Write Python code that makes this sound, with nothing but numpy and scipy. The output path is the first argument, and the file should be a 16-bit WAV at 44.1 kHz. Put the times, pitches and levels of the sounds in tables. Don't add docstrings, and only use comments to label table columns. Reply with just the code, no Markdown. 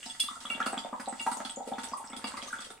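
import sys
import numpy as np
from scipy import signal
from scipy.fft import rfft, irfft
from scipy.io import wavfile
from scipy.ndimage import uniform_filter1d

SR = 44100
rng = np.random.default_rng(int(sys.argv[2]) if len(sys.argv) > 2 else 0)


def wav_record(signal):
    frames = np.transpose(np.atleast_2d(signal))
    bounded = np.clip(frames, -1, 1)
    quanta = np.round(bounded * 32767).astype(np.int16)
    wavfile.write(sys.argv[1], SR, quanta)


N = 123479

# (time [s], thump [dB], low slap [dB], high slap [dB])
RELEASES = [(0.06, -45, -37, -69), (0.099, -55, -70, -66), (0.149, -69, -55, -49.5),
            (0.236, -48.5, -53, -50.5), (0.31, -50, -50, -43), (0.366, -58, -42, -49),
            (0.412, -56, -57, -46.5), (0.45, -48.5, -40, -44), (0.502, -43.5, -33, -46),
            (0.549, -41, -44, -51), (0.602, -39.5, -27, -28.5), (0.663, -34.5, -25.5, -29),
            (0.729, -40.5, -24, -38.5), (0.772, -37, -40, -37), (0.848, -43.5, -27.5, -68),
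            (0.927, -38, -28.5, -93), (0.997, -40, -31.5, -33), (1.073, -41.5, -25, -58),
            (1.125, -38.5, -54, -39), (1.205, -44.5, -43, -44), (1.265, -39, -21, -30),
            (1.315, -39, -53, -33.5), (1.369, -47.5, -29, -53), (1.402, -42, -27.5, -34.5),
            (1.452, -41, -36, -38.5), (1.494, -52, -48, -47.5), (1.57, -42, -36, -64),
            (1.601, -47, -26.5, -78), (1.671, -42.5, -34.5, -85), (1.716, -36, -23, -45.5),
            (1.782, -37, -31, -34.5), (1.837, -44.5, -61, -41), (1.918, -43, -33.5, -55),
            (1.997, -57, -35.5, -78), (2.04, -50.5, -43, -44.5), (2.104, -47.5, -48, -50),
            (2.131, -43.5, -33, -40), (2.167, -42.5, -44.5, -55), (2.241, -35.5, -32, -37.5),
            (2.278, -45.5, -49, -54), (2.338, -43.5, -61, -46), (2.375, -49, -63, -42.5),
            (2.424, -45.5, -62, -49), (2.472, -53, -46, -49), (2.53, -47.5, -47, -40.5),
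            (2.59, -48.5, -71, -43.5), (2.619, -62, -66, -47), (2.649, -58, -68, -73),
            (2.703, -55, -43, -45.5)]
# (frequency [Hz], level [dB], t60 [s])
THUMP_MODES = [(215.6,1.5,0.13),(249.2,6.5,0.053),(527,-7,0.015)]
# (frequency [Hz], level [dB])
LOW_SLAP = [(150,-41),(400,-1),(570,4.5),(750,12),(1100,-3),(1600,-21),(2200,-33),(8000,-72)]
HIGH_SLAP = [(200,-27.5),(700,-0.5),(1300,12),(1650,5.5),(2100,0),(3500,-14),(6000,-11.5),(12000,-30)]
# (time [s], level [dB], starting pitch [Hz], t60 [s], rise [octaves])
GULPS = [(0.2855,-15.5,1118,0.012,0.41),(0.356,-30.5,1247,0.026,0.29),(0.452,-28.5,1183,0.021,0.2),(0.504,-29,1264,0.032,0.18),
         (0.6022,-7,1313,0.013,0.12),(0.613,-20,1545,0.022,0.32),(0.662,-14.5,1240,0.016,0.26),(0.729,-24.5,711,0.036,0.29),(0.776,-51,780,0.016,0.27),
         (0.8475,-18,596,0.02,0.74),(0.928,-21.5,1123,0.017,0.24),(0.9365,-20.5,890,0.024,0.43),(0.997,-46,740,0.014,0.2),(1.0755,-20.5,649,0.03,0.79),
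         (1.2635,-18.5,728,0.013,0.23),(1.273,-17,890,0.03,0.23),(1.366,-34.5,950,0.034,0.3),(1.4025,-27,750,0.02,0.36),(1.571,-32,495,0.043,0.29),
         (1.604,-27,685,0.032,0.61),(1.673,-29,453,0.032,0.13),(1.685,-31.5,508,0.025,0.3),(1.7195,-20.5,692,0.03,0.61),(1.782,-45,800,0.016,0.31),
         (1.9337,-18.5,962,0.031,0.57),(1.998,-37,796,0.055,0.34),(2.028,-31.5,826,0.018,0.37),(2.122,-42,2050,0.031,0.26),(2.131,-32.5,1226,0.025,0.19),(2.2415,-28,1094,0.026,0.47),(2.3395,-24.5,1000,0.019,0.36),
         (2.374,-29,1160,0.02,0.24),(2.376,-40,2000,0.041,0.16),(2.419,-42,2200,.025,.15),(2.481,-34,1147,0.027,0.24),(2.503,-40,1540,0.046,0.14),
         (2.528,-24,1247,0.03,0.81),(2.705,-37,401,0.026,0.26)]
# (time [s], lowest [dB], second [dB], middle [dB], upper [dB], top [dB])
TICKS = [(0.0981, -50, -33.5, -50, -42, -50), (0.2008, -30, -20.5, -38.5, -51, -29.5),
         (0.5001, -22, -40, -66, -50, -47), (0.6601, -33.5, -42, -53, -62, -42.5),
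         (1.1962, -27, -44, -50, -49, -51), (2.2414, -33, -38, -44, -57, -47)]
GROUP_EDGES_HZ = [3000, 4000, 6000, 8250]
# (frequency [Hz], level [dB], base t60 [s], detuning by sloshing water [share])
TICK_MODES = [(2308,-19,0.12,0.0143),(2772,-3,0.075,0.0043), (3394,0,.04,0),(3500,-7,.012,.02),
              (4840,-12.5,0.057,0.0071),(4870,11,0.027,0.002),(5100,-37,0.019,0.034),
              (7900,7,0.032,0.024),(8550,-14,0.038,0.0054),(8890,0,0.024,0.0375),(9340,-6,0.021,0),(10150,0,0.0086,0.0084)]
# (frequency [Hz], level [dB])
CRACK = [(2000,-43),(3500,12),(6000,3),(8800,6),(10300,1),(11000,-2),(15500,-9)]
# (time [s], level [dB], mid-chirp pitch [Hz], t60 [s])
PLINKS = [(0.06, -41.5, 5170, 0.032), (0.2004, -11.5, 10050, 0.0056), (0.202, -20.5, 8650, 0.026),
          (0.2811, -37, 3497, 0.043), (0.4113, -44, 6440, 0.016), (0.4552, -31.5, 3380, 0.025),
          (0.5481, -35, 3420, 0.027), (0.6267, -31.5, 3320, 0.018), (0.663, -35, 4490, 0.023),
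          (0.724, -40, 8060, 0.063), (0.7762, -34, 7500, 0.018), (0.7777, -24, 3370, 0.016),
          (0.7848, -42.5, 4800, 0.037), (0.8375, -43.5, 3515, 0.041), (1.0009, -43.5, 4880, 0.026),
          (1.0846, -36.5, 8040, 0.026), (1.083, -40.5, 7700, 0.019), (1.1997, -41, 7900, 0.025),
          (1.227, -40, 7070, 0.035), (1.3294, -37, 8300, 0.027), (1.4491, -34, 3393, 0.025),
          (1.45, -47, 4590, 0.031), (1.4956, -36, 3360, 0.025), (1.4982, -28, 8200, 0.018),
          (1.56, -38, 7060, 0.039), (1.7346, -41.5, 3500, 0.027), (1.7936, -38.5, 3460, 0.02),
          (1.841, -32.5, 3540, 0.013), (1.8415, -30.5, 8140, 0.014), (1.9278, -40, 5040, 0.015),
          (2.0475, -46, 7890, 0.043), (2.0974, -39.5, 7900, 0.036), (2.13, -43, 3420, 0.048),
          (2.1636, -38.5, 3340, 0.026), (2.2416, -36, 4750, 0.018), (2.2788, -37.5, 8100, 0.026),
          (2.3716, -39.5, 4820, 0.026), (2.3724, -53, 3400, 0.019), (2.418, -40, 3260, 0.045),
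          (2.4367, -45, 6070, 0.03), (2.4731, -44.5, 6450, 0.033), (2.5853, -40, 3430, 0.029),
          (2.6026, -41.5, 8000, 0.035), (2.6194, -43, 3430, 0.037), (2.647, -33, 3300, 0.014),
          (2.7036, -40, 3640, 0.015)]
# (time [s], high treble [dB], low treble [dB])
SPATTERS = [(0.056, -41, -42), (0.1976, -27, -36), (0.4035, -44, -43), (0.5122, -39, -52),
            (0.663, -30, -42), (0.7874, -41, -44), (1.0015, -37.5, -52.5), (1.215, -37, -48),
            (1.264, -35.5, -59), (1.314, -31.5, -42), (1.368, -42, -69), (1.449, -37.5, -39),
            (1.495, -43.5, -46), (1.673, -38.5, -46), (1.786, -43, -45), (1.833, -33, -39.5),
            (1.97, -35, -84), (2.164, -34.5, -44.5), (2.243, -45, -62), (2.2702, -37.5, -38),
            (2.3696, -41, -43), (2.424, -44, -41), (2.474, -39.5, -47), (2.522, -40.5, -75),
            (2.604, -42, -43), (2.643, -46, -45.5), (2.704, -42, -51.5)]
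# (frequency [Hz], level [dB])
SPATTER_LOW = [(1500,2),(3000,9.5),(4900,9.5),(6500,3.5),(8000,-10),(12000,-32)]
SPATTER_HIGH = [(3000,-42),(6500,-13),(8200,3.5),(9300,5),(10300,-6),(11000,-9),(15000,-27)]
# (time [s], level [dB])
SPRAY_LEVEL = [(0.0, -46.5), (0.08, -53), (0.46, -54.5), (0.65, -55.5), (0.83, -60.5), (1.04, -59.5),
               (1.18, -50.5), (1.41, -52.5), (1.61, -61), (1.8, -55.5), (2.2, -60.5), (2.34, -53),
               (2.52, -55.5), (2.7, -53.5), (2.8, -88)]
# (frequency [Hz], level [dB])
FIZZ = [(1180, -6), (2000, 4.5), (2590, -11), (2680, -5), (2790, 4), (3020, -6.5), (3400, 6), (3940, -6.5),
        (4750, -0.5), (5450, -5), (7480, 3), (8080, 4.5), (9110, 1), (10800, -17), (15500, -25)]
DROPS = [(2500,10),(3400,2.5),(6000,0),(8500,-1.5),(10000,-19),(11500,-8),(15000,-36)]
# (time [s], level [dB])
CHURN_LEVEL = [(0.0, -44), (0.3, -103), (0.41, -53.5), (0.58, -38), (0.68, -35.5), (0.8, -45.5),
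               (1.06, -50), (1.64, -57.5), (1.85, -39.5), (2.07, -56.5), (2.24, -37), (2.44, -44.5),
               (2.67, -46.5), (2.8, -59.5)]
# (frequency [Hz], level [dB])
CHURN = [(400,-6.5),(700,-2),(1000,-6.5),(1350,2.5),(1800,-8.5),(2600,0),(4000,-20.5)]
# (frequency [Hz], level [dB], t60 [s])
BOWL_MODES = [(561,-8,0.092),(739.5,-0.5,0.19), (909,-2,.55),
              (1180,-34,0.37),(1176,-49,0.099),(1323,-7.5,0.26),(1300,-2,0.36),(1380,-40,0.18),(1500,-27,0.073),(1643,-37,0.11),(1914,-13.5,0.22)]
# (left delay [s], left level [dB], right delay [s], right level [dB])
ECHOES = [(.0042,-10,0.0036,-9.5),(.0092,-12.5,0.0088,-2.5),(0.0143,-8.5,0.017,-16.5),(0.022,-12.5,0.02,-12.5)]
# (frequency [Hz], t60 [s])
ROOM_T60 = [(200,0.23),(800,0.45),(2000,0.21),(6000,0.34),(14000,0.27)]
# (frequency [Hz], level [dB])
ROOM_TAIL = [(120,-51),(250,-10),(600,0),(1300,-2.5),(3000,-2),(8000,-.5),(14000,-1)]
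ROOM_TONE = [(20,1),(55,0),(120,-4),(300,-1),(1000,-67),(4000,-32),(15000,-27)]

SIDES = np.array([[1], [-1]])
SIDE_LAG_S = .00002


def releases():
    s, thump_db, low_db, high_db = np.transpose(RELEASES)
    t = np.arange(SR // 6) / SR
    attack_s, low_cut_hz = 0.00099, 195.6
    thump = sum(amp(db - 60 * t / t60) * np.sin(2 * np.pi * hz * t) for hz, db, t60 in THUMP_MODES)
    thump *= 1 - np.exp(-t / attack_s)
    out = signal.fftconvolve(clicks(s, amp(thump_db - 2.5)), thump)[:N]
    for db, spectrum in ((low_db - 7, LOW_SLAP), (high_db, HIGH_SLAP)):
        out += bursts(s, db, spectrum, attack_s=0.00086, decay_s=0.0081)[0]
    return signal.sosfilt(signal.butter(4, low_cut_hz, "high", fs=SR, output="sos"), out)


def gulps():
    out, t = np.zeros(N + SR), np.arange(SR // 8) / SR
    attack_s, rise_s, overtone_ratio = 0.0024, 0.013, 1.7
    for s, db, hz, t60, octaves in GULPS:
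        pitch = hz * 2 ** (octaves * (1 - np.exp(-t / rise_s)))
        phase = 2 * np.pi * np.cumsum(pitch) / SR
        flutter_db = 1.8 * flicker(span_s=.004, size=len(t))
        envelope = (1 - np.exp(-(t / attack_s) ** 2)) * amp(db + 3 - 60 * t / t60 + flutter_db)
        i = int(s * SR)
        out[i:i + len(t)] += envelope * (np.sin(phase) + amp(-30.5) * np.sin(overtone_ratio * phase))
    return out[:N]


def straw_ticks():
    s, *group_db = np.transpose(TICKS)
    hz, db, t60, wander = np.transpose(TICK_MODES)
    attack_s, typical_db, db_per_doubling, pan_spread_db = 0.0019, -36, 22, 1.5
    levels = np.array(group_db)[np.searchsorted(GROUP_EDGES_HZ, hz)].T + db + 2.5
    chance = rng.standard_normal((len(s), 4, len(hz)))
    out, t = np.zeros((2, N + SR)), np.arange(SR // 6) / SR
    for start, level, (pan, lag, detune, phase) in zip(s, levels, chance):
        ring_s = t60 * 2 ** ((wander == 0) * (level.max() - typical_db) / db_per_doubling)
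        envelopes = amp(-60 * t / ring_s[:, None]) * (1 - np.exp(-t / attack_s))
        pitch = hz * (1 + wander * detune)
        i = int(start * SR)
        for channel, side in enumerate((1, -1)):
            lagged_t = t + side * SIDE_LAG_S * lag[:, None]
            waves = np.sin(2 * np.pi * pitch[:, None] * lagged_t + np.pi * phase[:, None])
            out[channel, i:i + len(t)] += amp(level + side * pan * pan_spread_db / 2) @ (envelopes * waves)
    crack_db = typical_db + 1.13 * (group_db[-1] - typical_db) + 9.5
    return out[:, :N] + bursts(s, crack_db, CRACK, attack_s=.0004, decay_s=.002, channels=2)


def plinks():
    out, t = np.zeros((2, N + SR)), np.arange(SR // 16) / SR
    attack_s, rise_octaves, rise_s, pan_spread_db = 0.0011, .13, .005, 2.5
    glide = 2 ** (rise_octaves * (.5 - np.exp(-t / rise_s)))
    for (s, db, hz, t60), (pan, lag) in zip(PLINKS, rng.standard_normal((len(PLINKS), 2))):
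        flutter_db = 3.5 * flicker(span_s=.0008, size=len(t))
        envelope = (1 - np.exp(-(t / attack_s) ** 2)) * amp(db + 3.5 - 60 * t / t60 + flutter_db)
        phase = 2 * np.pi * hz * (np.cumsum(glide) / SR + SIDES * SIDE_LAG_S * lag / 2)
        i = int(s * SR)
        out[:, i:i + len(t)] += amp(SIDES * pan * pan_spread_db / 2) * envelope * np.sin(phase)
    return out[:, :N]


def spatters():
    s, high_db, low_db = np.transpose(SPATTERS)
    out = 0
    for db, spectrum in ((low_db - 2, SPATTER_LOW), (high_db - 7, SPATTER_HIGH)):
        shower = np.array([wet_specks(per_s=9000, spread_db=2.5) for _ in range(2)])
        out += swell(s, db, attack_s=0.0006, decay_s=0.013) * coloured(shower, spectrum)
    return out


def fizz():
    left, right, middle = (wet_specks(per_s=8000 / 3, spread_db=2.6) for _ in range(3))
    clumps = amp(2.2 * flicker(span_s=.012, size=N))
    specks = np.array([left + middle, right + middle]) * clumps
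    return coloured(specks, FIZZ) * amp(in_time(SPRAY_LEVEL) - 2.5)


def droplets():
    pings = crowd(np.geomspace(2600, 14000, num=36), DROPS, per_s=400, cycles=32, spread_db=11)
    return pings * amp(in_time(SPRAY_LEVEL) - 7.5)


def churn():
    bubbles = crowd(np.geomspace(450, 3600, num=24), CHURN, per_s=300, cycles=7.6, spread_db=3)
    return bubbles * amp(in_time(CHURN_LEVEL) - 11.5)


def bowl():
    s, thump_db = np.transpose(RELEASES)[:2]
    typical_thump_db, follow_share = -33, 0.57
    level = -49 + follow_share * (thump_db - typical_thump_db)
    scatter_db = 2 * rng.standard_normal((len(s), len(BOWL_MODES))).T
    return sum(ring(clicks(s, amp(level + db + scatter)), hz, t60)
               for scatter, (hz, db, t60) in zip(scatter_db, BOWL_MODES))


def living_room(x):
    t, onset_s = np.arange(SR // 2) / SR, 0.0073
    response, early = np.zeros((2, 2, len(t)))
    edges_hz = np.geomspace(90, 18000, num=14)
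    for low, high in zip(edges_hz, edges_hz[1:]):
        hz = np.sqrt(low * high)
        band = signal.butter(2, [low, high], "band", fs=SR, output="sos")
        noise = signal.sosfilt(band, rng.standard_normal((2, len(t))))
        tail = noise * amp(-60 * t / at_hz(ROOM_T60, hz)) * (1 - np.exp(-(t / onset_s) ** 2))
        unity_gain = np.sqrt(2 * (high - low) / SR / np.sum(tail ** 2, axis=1, keepdims=True))
        response += tail * unity_gain * amp(at_hz(ROOM_TAIL, hz))
    for left_s, left_db, right_s, right_db in ECHOES:
        early[0, int(left_s * SR)] += amp(left_db)
        early[1, int(right_s * SR)] += amp(right_db)
    response += signal.sosfilt(signal.butter(1, 400, "high", fs=SR, output="sos"), early)
    return x + signal.fftconvolve(x, response, axes=1)[:, :N]


def room_tone():
    mid, side = coloured(rng.standard_normal((2, N)), ROOM_TONE)
    return amp(-66.5) * (mid + amp(-39) * side * SIDES)


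def amp(db):
    return 10 ** (np.asarray(db) / 20)


def rms_one(x):
    return x / np.sqrt(np.mean(x ** 2) + 1e-20)


def in_time(rows):
    return np.interp(np.arange(N) / SR, *np.transpose(rows))


def at_hz(points, hz):
    freqs, values = np.transpose(points)
    return np.interp(np.log(np.maximum(hz, 1)), np.log(freqs), values)


def coloured(x, spectrum):
    return rms_one(irfft(rfft(x) * amp(at_hz(spectrum, np.fft.rfftfreq(N, 1 / SR))), N))


def flicker(span_s, size):
    width = int(span_s * SR)
    return rms_one(uniform_filter1d(uniform_filter1d(rng.standard_normal(size), width), width))


def clicks(times, gains):
    out = np.zeros(N)
    np.add.at(out, np.clip((np.asarray(times) * SR).astype(int), 0, N - 1), gains)
    return out


def ring(x, hz, t60):
    r, w = amp(-60 / (t60 * SR)), 2 * np.pi * hz / SR
    return signal.lfilter([0, np.sin(w)], [1, -2 * r * np.cos(w), r * r], x + 1e-18)


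def dying(x, decay_s):
    return signal.lfilter([1], [1, -np.exp(-1 / (decay_s * SR))], x + 1e-18)


def swell(s, db, attack_s, decay_s):
    hits = clicks(s, amp(db))
    return dying(hits, decay_s) - dying(hits, 1 / (1 / decay_s + 1 / attack_s))


def bursts(s, db, spectrum, attack_s, decay_s, channels=1):
    colour = rms_one(amp(at_hz(spectrum, np.fft.rfftfreq(N, 1 / SR))))
    puffs = swell(s, db, attack_s, decay_s) * rng.standard_normal((channels, N))
    return irfft(rfft(puffs) * colour, N)


def grains(per_s, spread_db):
    hits = rng.random(N) < per_s / SR
    sizes = amp(spread_db * np.minimum(rng.exponential(1, N), 5))
    return hits * sizes * rng.choice([-1, 1], N)


def crowd(pitches, spectrum, per_s, cycles, spread_db):
    hits, pitch_index = grains(per_s, spread_db), rng.integers(0, len(pitches), N)
    return rms_one(sum(ring(hits * (pitch_index == k), hz, cycles / hz)
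                       * amp(at_hz(spectrum, hz)) * np.sqrt(hz) for k, hz in enumerate(pitches)))


def wet_specks(per_s, spread_db):
    pitches = np.linspace(1400, 15000, num=24)
    hits, pitch_index = grains(per_s, spread_db), rng.integers(0, len(pitches), N)
    return sum(ring(hits * (pitch_index == k), hz, t60=.0045) for k, hz in enumerate(pitches))


def scene():
    water = releases() + gulps() + churn()
    spray = (fizz() + droplets() + spatters() + plinks()) * amp(-0.25 * SIDES)
    return living_room(water + spray + bowl() + straw_ticks()) + room_tone()


def record(dry):
    return signal.sosfilt(signal.ellip(10, .3, 80, 15850, fs=SR, output="sos"), dry)


dry = scene()
out = record(dry)
wav_record(out)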